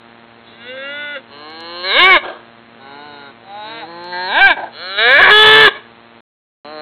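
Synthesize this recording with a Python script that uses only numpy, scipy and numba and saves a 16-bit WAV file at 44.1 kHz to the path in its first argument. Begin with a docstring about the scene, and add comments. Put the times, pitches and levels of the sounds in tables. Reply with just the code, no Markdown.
"""Cattle low in a farm pen: seven calls, most of them rising. Three swell to a bellow that overloads the
recorder and ends in a hoarse gasp. Pulses of air ring throat resonances; a gasp rings them with noise alone.
A low buzz made of repeating spikes, faint coloured-noise hiss and a few thin clicks lie underneath.
A short wash of noise echoes the cattle. Shortly before the end all sound drops out, then a last call starts."""
import sys
import numpy as np
from scipy import signal
from scipy.fft import rfft, irfft
from scipy.io import wavfile
from scipy.ndimage import uniform_filter1d
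from numba import njit

SR = 44100
rng = np.random.default_rng(int(sys.argv[2]) if len(sys.argv) > 2 else 0)


def int16_out(signal):
    """Quantize to a 16-bit WAV file."""
    q = np.round(np.clip(np.atleast_2d(signal).T, -1, 1) * 32767)
    wavfile.write(sys.argv[1], SR, q.astype(np.int16))


N = 300689

# Overtones of the buzz, relative to each other: (frequency [Hz], level [dB])
BUZZ_OVERTONES = [(59, -37), (100, -5.5), (158, -14.5), (227, -0.5), (468, -6.5), (522, -11), (611, -5),
                  (1780, -10.5), (3500, -23), (4300, -35), (5590, -59), (9460, -120)]
# Colour of the hiss, relative along the spectrum: (frequency [Hz], level [dB])
HISS_COLOUR = [(18, -64), (30, -19.5), (109, -8), (173, -6.5), (232, -3.5), (399, -7.5), (462, -3.5),
               (513, -10), (581, -4.5), (4400, -14), (5720, -59), (9680, -120)]
BUZZ_HZ = 116.05
BUZZ_DB, HISS_DB = -44.5, -46   # levels around which buzz and hiss waver

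# How each call moves: (time [s], pitch [Hz], low resonances [dB], middle resonances [dB], mouth opening [0-1])
CALL_1 = [(.43, 194, -69, -80, .25), (.476, 203.5, -67, -57.5, 0), (.58, 226.4, -59, -48, .25),
          (.61, 232.6, -58, -40.5, 0.4), (.7, 253.6, -32.5, -33.5, 0.53), (.76, 264.8, -30.5, -35.5, 0.8),
          (.78, 265.2, -31, -32, 0.4), (.852, 277.3, -32, -29, 0.6), (.944, 289.4, -35.5, -27.5, 0.76),
          (1.008, 293.8, -38, -26, 0.96), (1.138, 290.3, -36, -26.5, 0.9), (1.17, 264, -25.5, -27.5, 0.8),
          (1.22, 256, -62, -60, 0.9)]
CALL_2 = [(1.27, 135.9, -60, -69, 0.24), (1.326, 140.7, -42, -47, 0.11), (1.476, 154.1, -35.5, -42.5, 0.25),
          (1.526, 159.6, -38, -40, 0.34), (1.707, 171.5, -33, -39.5, 0.063),
          (1.829, 178.3, -30.5, -38, 0.044), (1.845, 184.5, -27, -26, 0.43), (1.906, 195.8, -25, -19, 0.61),
          (1.944, 236.2, -19.5, -17, 0.7), (2.003, 346.3, -12.5, -7, 0.66), (2.04, 367.3, -11.5, -9.5, .75),
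          (2.088, 387.7, -9.5, -4, 0.63), (2.145, 354, -10, -6.5, 0.63), (2.173, 292, -11.5, -11.5, 0.69),
          (2.204, 284, -47.5, -40, 0.25)]
CALL_3 = [(2.77, 130.2, -62, -68, .1), (2.812, 134.5, -46.5, -46.5, .09), (2.91, 139.3, -38.5, -41, .06),
          (3.056, 148.3, -37, -41.5, .03), (3.15, 144.1, -40, -42, 0.15), (3.271, 139.7, -42.5, -39, 0.68),
          (3.305, 135, -43, -43.5, 0.84), (3.34, 140, -59, -62, .5)]
CALL_4 = [(3.399, 185.8, -59, -68, 0.25), (3.498, 197.5, -33.5, -47, 0.44),
          (3.578, 209.7, -29.5, -44, 0.45), (3.632, 211.6, -30, -39.5, 0.44),
          (3.741, 229.3, -34.5, -34.5, 0.78), (3.803, 228.5, -35, -33.5, 0.35),
          (3.838, 198.1, -29, -40, .6), (3.872, 189.4, -37, -53, .6)]
CALL_5 = [(3.62, 147.6, -61, -60, .6), (3.695, 152.4, -46, -42, 0.89), (3.861, 161.1, -47.5, -47, 0.43),
          (3.885, 168, -36.5, -43.5, .64), (4.067, 176.1, -31, -39.5, 0.75), (4.115, 179.5, -30, -39, .5),
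          (4.13, 177, -25, -25, 0.45), (4.268, 184.9, -23.5, -26, 0.62), (4.312, 205.4, -22.5, -24, 0.85),
          (4.37, 314.2, -14.5, -12, 0.72), (4.414, 390.6, -10.5, -6, .92), (4.458, 397.4, -10, -1.5, 1),
          (4.49, 363, -12.5, -9.5, 1), (4.508, 329.2, -11.5, -8, 1), (4.529, 286, -22, -16.5, 0.85),
          (4.555, 273, -47, -49, .94)]
CALL_6 = [(4.71, 110.7, -73, -62, .07), (4.752, 142.9, -46, -41.5, 0.043),
          (4.831, 177.6, -36.5, -30.5, 0.026), (4.97, 202.8, -36, -26, 0.009),
          (4.988, 211.2, -22, -14.5, 0.18), (5.097, 252.7, -13, -7.5, 0.48),
          (5.178, 301.7, -16, -3.5, 0.46), (5.208, 374.8, -6, -5.5, .63), (5.224, 406, -15.5, -2.5, 0.69),
          (5.26, 372, -11, -5, 0.81), (5.308, 386.6, -4.5, -6, .98)]
# The sixth call breaks up into this held bellow; same columns:
# (time [s], pitch [Hz], low resonances [dB], middle resonances [dB], mouth opening [0-1])
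BELLOW_6 = [(5.304, 417.5, -11.5, -3.5, 1), (5.405, 430.9, -13, -9, 1), (5.457, 430.5, -10, -7, 0.95),
            (5.607, 439.1, -9.5, -3.5, 0.89), (5.651, 430.8, -10, -3.5, .98),
            (5.669, 407, -13.5, -2.5, 0.84), (5.681, 381.5, -5, -7, 0.87), (5.692, 424, -27.5, -19.5, 0.88),
            (5.709, 430, -50.5, -47, 0.62)]
# The last call, same columns: (time [s], pitch [Hz], low resonances [dB], middle resonances [dB], mouth [0-1])
CALL_7 = [(6.64, 146.6, -67.5, -74, .01), (6.65, 144.1, -35, -45, .02), (6.728, 155, -33, -43, .46),
          (6.818, 151.2, -31, -38.5, .98)]

# Throat and mouth resonances of each call, with levels relative inside each frequency group:
# (frequency [Hz], width [Hz], level with mouth shut [dB], level with mouth wide [dB])
THROAT_1 = [(300, 91, -18, -11), (523, 54, 11, 3), (894, 112, -26, -13), (1424, 150, -8, 2),
            (1608, 120, 3, -2), (1970, 180, -3, -1), (2260, 290, 2, -16.5), (2790, 100, -3, 10.5),
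            (3497, 154, 0.5, 3)]
THROAT_2 = [(357, 80, -11, -7.5), (534, 100, -4.5, 11.5), (793, 45, 7, -7.5), (1060, 170, -2.5, 8),
            (1636, 111, -0.5, -1), (1847, 80, -9.5, -21), (2211, 130, -9.5, 5.5), (2894, 307, 1, -14.5),
            (3393, 83, -53, -22)]
THROAT_3 = [(354, 360, 6, -5), (684, 170, -22, -2), (780, 160, 20, -5), (1080, 73, 14, -6),
            (1446, 115, 0.5, 8.5), (2150, 270, -11, -7), (2940, 150, 1, -4), (3770, 49, 8.5, 11)]
THROAT_4 = [(400, 210, -16, -13), (635, 233, 9, -15), (818, 87, 5, 16.5), (1080, 180, -8, -1.5),
            (1478, 140, -1, 4), (1990, 790, -2, -11.5), (2940, 470, -16.5, -22), (3670, 190, -4, -12)]
THROAT_5 = [(320, 330, 0, -6.5), (636, 150, -16, -0.5), (877, 138, -8.5, 12), (1028, 53, -12.5, 1),
            (1598, 117, -6, 10), (1885, 130, 11, -12.5), (2308, 97, -26, 7), (2720, 610, -15.5, -14.5),
            (3470, 89, -4.5, -12)]
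THROAT_6 = [(443, 210, -10.5, -14), (593, 290, 12.5, -9.5), (878, 210, -18, -8), (1061, 243, -2, -0.5),
            (1387, 190, 0, -38.5), (1649, 204, -2.5, 15.5), (2298, 205, -5.5, 6.5), (2907, 220, -5, -13),
            (3433, 95, -1, -10)]
THROAT_7 = [(330, 210, 5.5, -5.5), (637, 170, 2.5, 7), (820, 135, 0.5, -5), (1107, 230, -1, -1),
            (1620, 570, -4.5, -5), (2320, 620, -9, -13), (3050, 610, -3.5, -22), (3950, 71, 6, -11)]
# The highest resonance mostly sinks and weakens as pitch rises: (pitch [Hz], resonance [Hz], level [dB])
TOP_RESONANCE = [(137, 4154, 2), (184, 4245, 10), (200, 3840, 3), (260, 3720, -2), (390, 3660, -12.5)]
# Balance of each call: (chest at the base level [dB], share of the low swing the chest follows [0-1],
# high against middle at the base pitch [dB], change of that with pitch [dB per octave])
BALANCE = [(-47.5, 0.12, 8, -28.5), (-41.5, 0.7, 3.5, -10), (-38, 0.69, -4.5, -4), (-64, .05, -1, -7.5),
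           (-35.5, 0.21, -2.5, -11), (-37.5, .75, 0, -13.5), (-32.5, 0.9, -1.5, -0.5),
           (-41.5, 0.75, 4.5, -1.5)]
BASE_HZ, BASE_DB = 200, -35   # pitch and low-resonance level at which the balance is given
CHEST_LEAD_DB = 9             # the chest may be at most this much above the low resonances
# The treble of the calls swells and dips: (time [s], level change [dB])
TREBLE = [(.47, 5.5), (.6, -5), (.7, 1.5), (.78, -2.5), (.85, 2), (1.0, 0.7), (1.35, -3), (1.53, -4),
          (1.83, 5.5), (1.85, -2.5), (1.91, -1.5), (2.04, 5), (2.087, -7.5), (2.14, -2), (2.9, -1.7),
          (3.15, 2), (3.3, -4.5), (3.63, 4), (3.75, -0.5), (4.0, 1), (4.115, 7.5), (4.13, -4.5),
          (4.31, 2.8), (4.4, 2.5), (4.458, -9), (4.49, 3.5), (4.53, -1.7), (4.97, 0.5), (5.1, -4),
          (5.18, -7), (5.21, 3.5), (5.31, -3.5), (5.405, 5), (5.6, -2), (5.7, -2.5)]

# Strained spells: (start [s], end [s], added roughness [0-1], depth of a three-cycle pattern [0-1])
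STRAIN = [(.76, .785, .25, 0), (1.15, 1.22, .15, 0), (5.06, 5.2, .05, 0), (5.205, 5.315, .7, 0),
          (5.43, 5.55, .17, .3), (5.55, 5.7, .12, .55)]
STRAIN_EDGE_S = .03
# roughness when calm, for fast pitch glides, and for pitch above the easy range
CALM_ROUGH, ROUGH_PER_OCTAVE_PER_S, ROUGH_PER_OCTAVE_UP, EASY_HZ = .055, .008, .17, 280

# Clicks: (time [s], level before the gain below [dB])
TICKS = [(1.3882, -60), (1.503, -49), (1.6057, -39), (4.043, -42.5), (4.8833, -50)]
TICK_LOW_HZ, TICK_FALL_HZ, TICK_GAIN_DB = 3000, 3000, 32.5   # high-pass, low-pass, gain ahead of both

# Gasps after the bellows: (start [s], rise [s], level [dB], hold [s], fade [dB per s])
GASPS = [(2.212, 0.028, -24, 0.05, 152), (4.558, 0.014, -23, 0.08, 309), (5.731, 0.027, -27.5, 0.0085, 450)]
# Throat resonances of each gasp: (frequency [Hz], width [Hz], relative level [dB])
GASP_THROAT_1 = [(348, 49, 4.5), (605, 170, 5), (758, 33, 6.5), (990, 420, 2.5), (1634, 134, 0.5),
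                 (3220, 280, -7)]
GASP_THROAT_2 = [(334, 58, -2), (737, 290, 8.5), (940, 180, 6), (1570, 110, 4.5), (2380, 150, -46.5),
                 (3500, 200, -16)]
GASP_THROAT_3 = [(612, 89, -6), (865, 61, -4), (1070, 95, -4), (1660, 230, -5), (2260, 51, -1),
                 (3350, 59, -15)]
GASP_RISE_DB, GASP_LENGTH_S = 21, .3

BAND_HZ = 4426   # the narrow sound channel ends here
DROPOUT_START_S, DROPOUT_END_S = 6.207, 6.647
CUTOFF_HZ = 15900


def amp(db):
    """Turn decibels into a gain."""
    return 10 ** (np.asarray(db) / 20)


def at_hz(points, hz):
    """Read a spectrum in dB, with straight lines over log frequency."""
    point_hz, point_db = np.transpose(points)
    return np.interp(np.log(hz), np.log(point_hz), point_db)


def flutter(hz, size):
    """Random wavering: noise low-passed at hz and scaled to a spread of 1."""
    x = signal.sosfilt(signal.butter(2, hz, fs=SR, output="sos"), rng.standard_normal(size))
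    return x / x.std()


def buzz():
    """A train of downward spikes: one cycle, summed from overtones, is read round and round."""
    turn = np.linspace(0, 1, 2049)
    cycle = np.zeros(len(turn))
    for k in range(1, 38):
        cycle -= amp(at_hz(BUZZ_OVERTONES, k * BUZZ_HZ)) * np.cos(2 * np.pi * k * turn)
    wander = 0.0089 * flutter(3.7, size=N)   # in cycles
    position = (BUZZ_HZ * np.arange(N) / SR + wander) % 1
    spikes = np.interp(position, turn, cycle)
    return amp(BUZZ_DB + 1.0 * flutter(19, size=N)) * spikes / spikes.std()


def hiss():
    """Noise with a shaped spectrum; quick random level changes make it crackle slightly."""
    white = rng.standard_normal(N) * amp(1.8 * flutter(250, size=N))
    hz = np.fft.rfftfreq(N, 1 / SR) + 1   # the 1 avoids the log of zero
    shaped = irfft(rfft(white) * amp(at_hz(HISS_COLOUR, hz)), N)
    return amp(HISS_DB) * shaped / shaped.std()


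def span(rows):
    """Give the sample numbers a timed table covers and its columns, sample by sample."""
    s, *columns = np.transpose(rows)
    at = np.arange(round(s[0] * SR), min(round(s[-1] * SR), N))
    return at, [np.interp(at / SR, s, column) for column in columns]


def resonate(x, hz, width):
    """Ring one resonance, with a gain of about 1 at its peak."""
    r = np.exp(-np.pi * width / SR)
    pass_in = np.array([1, 0, -1]) * (1 - r * r) / 2
    ring = [1, -2 * r * np.cos(2 * np.pi * hz / SR), r * r]
    return signal.lfilter(pass_in, ring, x)


def steep(x, hz, width, skirt=1.9):
    """A resonance followed by a wider one, which leaves darker valleys between peaks."""
    return resonate(resonate(x, hz, width), hz, skirt * width)


@njit
def glide(x, twice_cos, r):
    """A resonance whose centre moves sample by sample."""
    y = np.zeros(len(x))
    for i in range(2, len(x)):
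        y[i] = (1 - r * r) / 2 * (x[i] - x[i - 2]) + r * twice_cos[i] * y[i - 1] - r * r * y[i - 2]
    return y


def even(x, window_s):
    """Divide out the running level, so that a level curve can be put on afterwards."""
    size = int(window_s * SR)
    power = uniform_filter1d(uniform_filter1d(x ** 2, size=size), size=size)
    return x / np.sqrt(power + 1e-12)


def soft_ends(size, fade_s):
    """A gain that fades in and out."""
    edge = np.minimum(np.arange(size), np.arange(size)[::-1])
    return np.clip(edge / (fade_s * SR), 0, 1)


def folds(at, pitch_hz):
    """Vocal folds give one sharp puff a cycle; roughness makes timing and strength uneven and adds air noise."""
    jitter, shimmer, breath = 0.055, 0.45, 0.94   # timing, strength and air per unit of roughness
    fall_hz = 6000                                # larger means brighter puffs
    t = at / SR
    glide_rate = uniform_filter1d(np.abs(np.gradient(np.log2(pitch_hz))) * SR, size=1300)   # octaves per s
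    spells = np.array([np.clip(np.minimum(t - start, end - t) / STRAIN_EDGE_S + .5, 0, 1)
                       for start, end, *_ in STRAIN])
    strain, third = np.array(STRAIN)[:, 2:].T @ spells
    octaves_up = np.maximum(np.log2(pitch_hz / EASY_HZ), 0)
    rough = CALM_ROUGH + ROUGH_PER_OCTAVE_PER_S * glide_rate + strain + ROUGH_PER_OCTAVE_UP * octaves_up

    cycles = np.cumsum(pitch_hz) / SR
    phase = 2 * np.pi * (cycles + jitter * rough * flutter(120, size=len(at)))
    r = np.exp(-pitch_hz / fall_hz)   # each overtone is r times the one below
    puffs = (r * np.cos(phase) - r * r) / (1 - 2 * r * np.cos(phase) + r * r)
    puffs = puffs * np.sqrt(pitch_hz / 2400)
    strength = 1 + shimmer * rough * flutter(260, size=len(at)) + third * np.cos(phase / 3 + 1)
    air = breath * rough * rng.standard_normal(len(at)) * (1 + np.cos(phase))
    return air - puffs * strength


def call(rows, throat, balance):
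    """Puffs ring the throat: the mouth recolours it, the chest swells less, rising pitch drains the highs."""
    at, (pitch_hz, low_db, middle_db, mouth) = span(rows)
    mouth = np.clip(mouth, 0, 1)
    source = folds(at, pitch_hz)
    groups = np.zeros((4, len(at)))   # chest, low, middle, high
    for k, (hz, width, shut_db, wide_db) in enumerate(throat):
        gain = (-1) ** k * amp(shut_db + mouth * (wide_db - shut_db))   # neighbours have opposite signs
        group = np.searchsorted([480, 1250, 2600], hz)   # borders in Hz
        groups[group] += gain * steep(source, hz, width)

    at_pitch, resonance_hz, resonance_db = np.transpose(TOP_RESONANCE)
    top_hz = np.interp(pitch_hz, at_pitch, resonance_hz)
    top_gain = amp(np.interp(pitch_hz, at_pitch, resonance_db))
    top_r = np.exp(-np.pi * 160 / SR)   # 160 Hz wide
    groups[-1] += top_gain * glide(source, 2 * np.cos(2 * np.pi * top_hz / SR), top_r)

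    chest, low, middle, high = (even(g, .055) for g in groups)
    chest_base_db, chest_share, high_base_db, high_slope = balance
    chest_db = chest_base_db + chest_share * (low_db - BASE_DB)
    chest_db = np.minimum(chest_db, low_db + CHEST_LEAD_DB)
    treble_db = np.interp(at / SR, *np.transpose(TREBLE))
    high_db = high_base_db + high_slope * np.log2(pitch_hz / BASE_HZ) + treble_db
    upper = middle + amp(high_db) * high
    voice = amp(chest_db) * chest + amp(low_db) * low + amp(middle_db) * upper
    out = np.zeros(N)
    out[at] = voice * soft_ends(len(at), 0.0016)
    return out


def shed(x):
    """Roof and walls give a short wash: the sound is smeared by a burst of decaying noise."""
    t = np.arange(int(.3 * SR)) / SR
    fading = amp(-60 * t / 0.38)   # falls at 60 dB per 0.38 s
    tail = rng.standard_normal(len(t)) * fading * (t > .006)
    return signal.fftconvolve(x, tail / np.sqrt(np.sum(tail ** 2)))[:N]


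def ticks():
    """Single-sample clicks, thinned by a high-pass and dulled by a low-pass filter."""
    s, db = np.transpose(TICKS)
    clicks = np.zeros(N)
    clicks[(s * SR).astype(int)] = amp(db + TICK_GAIN_DB)
    thin = signal.butter(4, TICK_LOW_HZ, "high", fs=SR, output="sos")
    dull = signal.butter(2, TICK_FALL_HZ, fs=SR, output="sos")
    return signal.sosfilt(np.vstack([thin, dull]), clicks + 1e-18)


def gasp(event, throat):
    """Air rushes through slack, fluttering folds: noise rings the throat, swells, holds and fades."""
    start, rise, level_db, hold, fade = event
    held = start + rise + hold
    end = start + GASP_LENGTH_S
    at, (db,) = span([(start, level_db - GASP_RISE_DB), (start + rise, level_db),
                      (held, level_db), (end, level_db - fade * (end - held))])
    air = rng.standard_normal(len(at)) * amp(2.3 * flutter(47, size=len(at)))
    rung = amp(-24) * air   # a little air stays uncoloured
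    for k, (hz, width, ring_db) in enumerate(throat):
        rung = rung + (-1) ** k * amp(ring_db) * steep(air, hz, width)
    out = np.zeros(N)
    out[at] = amp(db) * even(rung, .03) * soft_ends(len(at), .004)
    return out


def scene():
    """Calls and gasps in the pen, with their wash, over buzz and hiss."""
    calls = (CALL_1, CALL_2, CALL_3, CALL_4, CALL_5, CALL_6, BELLOW_6, CALL_7)
    throats = (THROAT_1, THROAT_2, THROAT_3, THROAT_4, THROAT_5, THROAT_6, THROAT_6, THROAT_7)
    gasp_throats = (GASP_THROAT_1, GASP_THROAT_2, GASP_THROAT_3)
    cattle = sum(map(call, calls, throats, BALANCE)) + sum(map(gasp, GASPS, gasp_throats))
    mix = cattle + amp(-20) * shed(cattle) + buzz() + hiss()
    return mix[None]   # one channel


def record(dry):
    """A slow converter overloads lopsidedly, so distortion folds back as rasp; top cut, peaks clipped again."""
    slow = signal.resample_poly(dry, 1, 4, axis=1)   # a quarter of the sample rate
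    lopsided = (slow - .12 * slow ** 2) / .86
    squeezed = 0.79 * lopsided / (1 + lopsided ** 6) ** (1 / 6)
    full = signal.resample_poly(squeezed, 4, 1, axis=1, window=("kaiser", 12.0))[:, :N]
    full = signal.sosfiltfilt(signal.cheby2(12, 40, 5700, fs=SR, output="sos"), full)
    narrow = signal.sosfiltfilt(signal.cheby2(16, 30, BAND_HZ, fs=SR, output="sos"), full)

    # loud sound spills past the edge of the channel
    loudness = np.tanh(uniform_filter1d(full ** 2, size=2048) / 0.037)
    leak = amp(-19) * loudness * (full - narrow)
    clipped = np.clip(narrow + leak + ticks(), -.92, .92)
    t = np.arange(N) / SR
    sounding = (t < DROPOUT_START_S) | (t > DROPOUT_END_S)
    return signal.sosfilt(signal.cheby2(20, 60, CUTOFF_HZ, fs=SR, output="sos"), clipped * sounding)


dry = scene()
out = record(dry)
int16_out(out)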